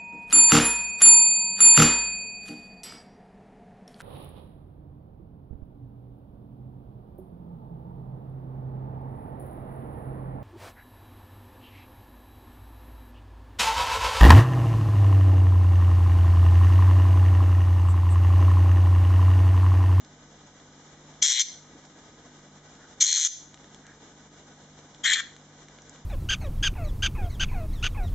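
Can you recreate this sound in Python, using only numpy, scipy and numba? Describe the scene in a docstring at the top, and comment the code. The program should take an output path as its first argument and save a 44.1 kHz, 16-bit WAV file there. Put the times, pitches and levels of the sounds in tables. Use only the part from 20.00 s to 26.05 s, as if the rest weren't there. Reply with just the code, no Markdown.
"""Mains hum and air noise fill a small, quiet room, and a parakeet chick, fed on a hand, ticks on a spoon.
At 1.2 s and 3 s it begs in a rasp: a whistle frequency-modulated about 90-280 times a second, its
harmonics filtered by throat and beak. Ticks and soft rubs fall between the calls. At 5 s a third call
cracks and ends weaker, and more ticks follow. The camera's gain control ducks under each call."""
import sys
import numpy as np
from scipy import signal
from scipy.fft import rfft, irfft
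from scipy.io import wavfile
from scipy.ndimage import uniform_filter1d
from numba import njit

SR = 44100
rng = np.random.default_rng(int(sys.argv[2]) if len(sys.argv) > 2 else 0)


def pcm_store(signal):
    """Save signal as 16-bit PCM."""
    levels = np.round(np.clip(np.atleast_2d(signal), -1, 1) * 32767)
    wavfile.write(sys.argv[1], SR, levels.astype(np.int16).T)


N = 266760
T = np.arange(N) / SR


def undb(db):
    """Logarithmic level: decibels to an amplitude ratio."""
    return 10 ** (np.asarray(db) / 20)


def unit(x):
    """Normalisation to an rms of 1."""
    return x / np.sqrt(np.mean(x ** 2))


def band(x, hz, width):
    """Second-order resonance with a gain of 1 at its centre."""
    return signal.lfilter(*signal.iirpeak(hz, hz / width, fs=SR), x)


def colour(x, points):
    """Zero-phase filtering by a curve of (frequency [Hz], gain [dB]) points."""
    hz, db = np.transpose(points)
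    f = np.maximum(np.fft.rfftfreq(N, 1 / SR), 1)
    return irfft(rfft(x) * undb(np.interp(np.log(f), np.log(hz), db)), N)


def wander(rate_hz):
    """Random fluctuation: low-passed noise with an rms of 1."""
    k = max(int(SR / rate_hz), 1)
    return unit(uniform_filter1d(uniform_filter1d(rng.standard_normal(N), k), k))


def step(s, edge_s):
    """Sigmoid transition from 0 to 1, centred on time s."""
    return .5 + .5 * np.tanh((T - s) / edge_s)


# Spectrum of the room noise: (frequency [Hz], relative density [dB])
AIR_SPECTRUM = [(18, -18), (35, -15.5), (70, -8.5), (120, -11.5), (175, -7.5), (260, -1.5), (400, -9),
                (850, -9), (1100, -13.5), (1600, -18), (2200, -17.5), (3200, -18), (4300, -18), (5700, -15),
                (7400, -18), (8300, -32.5)]
# Its side signal against its mid signal: (frequency [Hz], gain [dB])
AIR_SIDE_GAIN = [(60, -11.5), (100, -26.5), (180, -38), (310, -23.5), (530, -18), (920, -10), (1590, -7.5),
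                 (2740, -1), (4730, -2.5), (8170, 0.5)]
# Narrow resonances added to it: (frequency [Hz], bandwidth [Hz], gain [dB])
AIR_RESONANCES = [(465, 35, -2.5), (697, 7.9, -4), (1254, 23, 3.5), (1501, 20, 8.5), (1633, 104, 1.5),
                  (1943, 20, 5), (3590, 200, -8)]
def room_noise(base_db=-54, waver_db=1.33):
    """Partial coherence: resonant noise, alike at both ports in the bass and unlike in the treble."""
    mid, side = (unit(colour(rng.standard_normal(N), AIR_SPECTRUM)) for _ in range(2))
    side = colour(side, AIR_SIDE_GAIN)
    air = np.array([mid + side, mid - side]) * undb(base_db + waver_db * wander(36))
    return air + sum(undb(db) * band(air, hz, width) for hz, width, db in AIR_RESONANCES)


# Partials of the hum: (frequency [Hz], rms level [dB])
HUM_PARTIALS = [(50, -70.5), (100, -70.5), (150, -60.5), (200, -66.5), (250, -68), (300, -68.5)]
def mains_hum(waver_db=1.3):
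    """Harmonic series: an appliance hums at multiples of the mains frequency, each wavering in level."""
    hum = np.zeros(N)
    for hz, db in HUM_PARTIALS:
        amplitude = np.sqrt(2) * undb(db + waver_db * wander(4.7))
        hum += amplitude * np.sin(2 * np.pi * (hz * T + rng.random()))
    return hum


# Reflections from the table and nearby things: (delay [s], gain [dB])
REFLECTIONS = [(.0011, -33), (.0062, -16), (0.0144, -14)]
# Response of all that the room returns: (frequency [Hz], gain [dB])
ROOM_RESPONSE = [(500, -7), (1800, 0), (3400, -6), (4400, -0.5), (6000, 0), (7500, -7.5)]
def reverberation(x, t60_s=0.36, tail_db=-13, gap_s=0.0088, spread=0.56):
    """Convolution with early reflections and an exponential diffuse tail, partly different at each port."""
    t = T[:SR]
    mid, side = rng.standard_normal((2, SR)) * undb(-60 * t / t60_s) * (t > gap_s)
    responses = np.array([mid + spread * side, mid - spread * side])
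    responses *= undb(tail_db) / np.linalg.norm(responses[0])
    for delay_s, db in REFLECTIONS:
        responses += undb(db) * np.sinc((t - delay_s) * SR)
    return np.array([colour(signal.fftconvolve(x, h)[:N], ROOM_RESPONSE) for h in responses])


# Soft rubs and bumps: (centre time [s], duration [s], frequency [Hz], bandwidth [Hz], level [dB])
RUBS = [(1.757, 0.029, 280, 90, -49), (2.835, 0.069, 1542, 300, -55.5), (3.89, 0.069, 1700, 600, -54.5)]
def rubs():
    """Friction noise: hand and spoon excite a narrow band that swells and fades."""
    out = np.zeros(N)
    for s, length, hz, width, db in RUBS:
        rub = unit(band(band(rng.standard_normal(N), hz, width), hz, width))
        out += undb(db) * rub * np.exp(-2 * ((T - s) / length) ** 2)
    return out


# Taps and wet clicks on the spoon: (time [s], peak level [dB], frequency [Hz], bandwidth [Hz])
BEAK_TAPS = [(0.048, -32, 4480, 5000), (1.852, -31.5, 3000, 5000), (3.543, -26, 2840, 6000),
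             (3.575, -34.5, 2310, 2550), (3.644, -32, 2530, 5000), (3.746, -27, 3300, 7000),
             (3.867, -30, 2800, 5000), (4.947, -30.5, 3700, 3000), (5.365, -28, 2800, 5000),
             (5.685, -30, 2800, 6000), (5.787, -31, 2200, 4000), (5.82, -35.5, 5960, 600),
             (5.895, -30.5, 7000, 900)]
def beak_ticks(decay_s=0.0019, crackle=0.15, faint_count=8, faint_db=-38.5, faint_hz=4000, faint_width=3700):
    """Impulse response: the beak taps the wet spoon, and a snap with crackle rings one damped resonance."""
    out = np.zeros(N)
    t = T[:2048]
    faint_taps = [(when * T[-1], faint_db, faint_hz * 2 ** (tone - .5), faint_width)
                  for when, tone in rng.random((faint_count, 2))]
    for s, db, hz, width in BEAK_TAPS + faint_taps:
        snap = (t == 0) + crackle * rng.standard_normal(len(t)) * np.exp(-t / decay_s)
        tick = band(snap, hz, width)
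        i = int(s * SR)
        out[i:i + len(t)] += (undb(db) * tick / np.abs(tick).max())[:N - i]
    return out


# Dips at the right port: (frequency [Hz], bandwidth [Hz], gain [dB])
SHADOW_DIPS = [(3430, 1580, -16.5), (4760, 320, -10), (7280, 1700, -4)]
def ports(x):
    """Acoustic shadow: the camera body shades the right port from the bird; the left hears it plainly."""
    right = x
    for hz, width, db in SHADOW_DIPS:
        right = right - (1 - undb(db)) * band(right, hz, width)
    return np.array([x, right])


# Slack spells in mid-call: (start [s], duration [s], swing rate [Hz], overtone change by the end [dB])
SLACK_SPELLS = [(1.259, .04, 144.6, -0.5), (1.321, .07, 109.9, -12.5), (3.058, 0.11, 91.4, -1.5),
                (3.186, .06, 140.7, -0.5), (5.076, 0.043, 105.3, 1)]
def pace(progress, fresh_hz=280, tired_hz=219.8, edge_s=0.0038, dull_db_per_octave=0.35):
    """Modulation rate [Hz] and overtone change [dB]: the rasp tires, and at times slackens to a rattle."""
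    taut_hz = fresh_hz + (tired_hz - fresh_hz) * progress
    swing_hz, fade_db = taut_hz, 0
    for s, length, slow_hz, end_db in SLACK_SPELLS:
        slack = step(s, edge_s) - step(s + length, edge_s)
        swing_hz = swing_hz + slack * (slow_hz - taut_hz)
        fade_db = fade_db + slack * end_db * np.clip((T - s) / length, 0, 1)
    return swing_hz, fade_db - dull_db_per_octave * np.log2(taut_hz / swing_hz)


def whistle(swing_hz, start, low_hz, top_hz, inertia_hz=440, dwell=0.98, jitter=.012):
    """Frequency modulation: a pitch thrown up and down; gives the swing's phase [rad] and pitch [Hz]."""
    stumble = .1 * (180 / swing_hz) * wander(130)  # slow swings are less even
    swing = 2 * np.pi * np.cumsum(swing_hz * np.exp(stumble) * (T > start)) / SR
    # the pitch lingers at both ends; fast swings turn back further below the top
    lift = .5 - .5 * np.tanh(dwell * np.cos(swing)) / np.tanh(dwell)
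    shortfall = (swing_hz / inertia_hz) ** 2 * np.exp(.45 * wander(152.3))
    reach_hz = (top_hz - low_hz) / (1 + shortfall)
    floor_hz = low_hz * (1 + .06 * wander(149.15) * (1 - lift))
    return swing, (floor_hz + reach_hz * lift) * (1 + jitter * wander(1500))


# Overtones of the whistle: (harmonic number, relative level [dB])
HARMONICS = [(2, -6), (3, -8), (4, -8)]
def overtones(phase):
    """Harmonic series: partials locked to whole multiples of the whistle's phase."""
    return sum(undb(db) * np.sin(round(k) * phase) for k, db in HARMONICS)


# Transfer function of the throat: (frequency [Hz], gain [dB])
THROAT_RESPONSE = [(200, -33), (600, -18.5), (1000, -6), (1400, -8.5), (1800, -6), (2300, -4.5), (2800, -8),
                   (3350, 5.5), (3800, -4.5), (4250, 7), (4900, 3), (5600, 4.5), (7500, 3), (8400, -5.5)]
def vocal_tract(source, throat_db, beak_hz, beak_db):
    """Formant filtering: the throat's response, a low resonance of variable gain and a beak resonance."""
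    voice = colour(source, THROAT_RESPONSE)
    throat = (undb(throat_db) - 1) * band(voice, hz=1850, width=900)
    beak = undb(beak_db) * band(voice, beak_hz, width=800)
    return voice + throat + beak


# Begging calls: (start [s], end [s], effort [dB], swell [dB], opening push [dB], low throat gain [dB],
# overtone gain [dB], beak resonance [Hz], beak gain [dB], bottom pitch [Hz], pitch ceiling [Hz])
BEGGING_CALLS = [(1.217, 1.423, -15, 8, 4, -8, 3.5, 5940, 2, 1850, 4300),
                 (3.001, 3.275, -17.5, 7.5, 2, -10.5, 1.5, 6380, 12, 1760, 4427),
                 (5.034, 5.207, -17.5, 1, 0, 8.5, -4.5, 7450, 0.5, 1658, 4251)]
def call(start, end, effort_db, swell_db, push_db, throat_db, overtone_db, beak_hz, beak_db, low_hz, top_hz):
    """Source-filter principle: the swinging whistle, its overtones and turbulence pass throat and beak."""
    attack_s, attack_db, release_s, shimmer_db = .012, 28, 0.0022, 1.8
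    opening_s, shut_db, hiss_db, throb_db, sag = .025, -11, -14.5, 5, .035
    # the last call cracks: a harsh burst, a leap in pitch, a dip in the throat resonance; then it is weaker
    crack_s, crack_width_s, leap_hz = 5.14, 0.0098, 600
    burst_db, crack_hiss_db, crack_throat_db, spent_db = 12, 1.5, -7, -6
    crack = np.exp(-((T - crack_s) / crack_width_s) ** 2)
    rise = lambda seconds: np.clip((T - start) / seconds, 0, 1)
    progress = rise(end - start)

    swing_hz, dull_db = pace(progress)
    swing, pitch_hz = whistle(swing_hz, start, low_hz, top_hz)
    pitch_hz = (pitch_hz + leap_hz * crack) * (1 - sag * progress ** 2)
    phase = 2 * np.pi * np.cumsum(pitch_hz) / SR
    flare = undb(throb_db * (np.sin(swing - 0.47) - .5))  # peaks on each upward swing
    push = np.exp(-((T - start - 0.02) / 0.0077) ** 2)  # brightens the call 20 ms in
    upper_partials = undb(overtone_db + dull_db + push_db * push) * overtones(phase)
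    turbulence = undb(hiss_db + crack_hiss_db * crack) * rng.standard_normal(N)
    source = np.sin(phase) + flare * (upper_partials + turbulence)

    level_db = effort_db - attack_db * (1 - rise(attack_s)) ** 2 + swell_db * progress
    level_db += burst_db * crack + spent_db * step(crack_s, crack_width_s) + shimmer_db * wander(300)
    envelope = (T > start) * (1 - step(end, release_s)) * undb(level_db)
    open_db = shut_db + (throat_db - shut_db) * rise(opening_s) + crack_throat_db * crack
    return vocal_tract(source * envelope, open_db, beak_hz, beak_db)


def scene():
    """Superposition: the bird close in front, a little to the left, over the quiet room."""
    voice = sum(call(*row) for row in BEGGING_CALLS)
    feeding = beak_ticks() + rubs()
    return ports(voice) + feeding + reverberation(voice + feeding) + room_noise() + mains_hum()


@njit
def follow(x, attack_s, release_s):
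    """Envelope following: a first-order lag with separate time constants for rise and fall."""
    y, held = np.empty(len(x)), 0.
    for i in range(len(x)):
        held += (x[i] - held) / (SR * (attack_s if x[i] > held else release_s))
        y[i] = held
    return y


# Notches in the camera's response: (frequency [Hz], bandwidth [Hz])
CAMERA_NOTCHES = [(2600, 480), (4610, 720), (5430, 350), (7900, 510)]
def record(dry, limit_db=-25, attack_s=0.031, release_s=0.079, lag_s=0.0019, bass_db=-3.5, top_hz=8070):
    """Automatic gain control, most sensitive to treble, between the camera's notches and its low-pass."""
    for hz, width in CAMERA_NOTCHES:
        dry = signal.lfilter(*signal.iirnotch(hz, hz / width, fs=SR), dry)
    treble = band(dry, hz=6300, width=3000)
    sensed = treble + undb(bass_db) * (dry - treble)
    power = uniform_filter1d(np.mean(sensed ** 2, axis=0), size=256)
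    excess_db = np.maximum(10 * np.log10(np.maximum(power, 1e-12)) - limit_db, 0)
    duck_db = np.interp(T - lag_s, T, follow(excess_db, attack_s, release_s))
    low_pass = signal.ellip(10, .2, 70, top_hz, fs=SR, output="sos")
    return signal.sosfilt(low_pass, dry * undb(-duck_db))


dry = scene()
out = record(dry)
pcm_store(out)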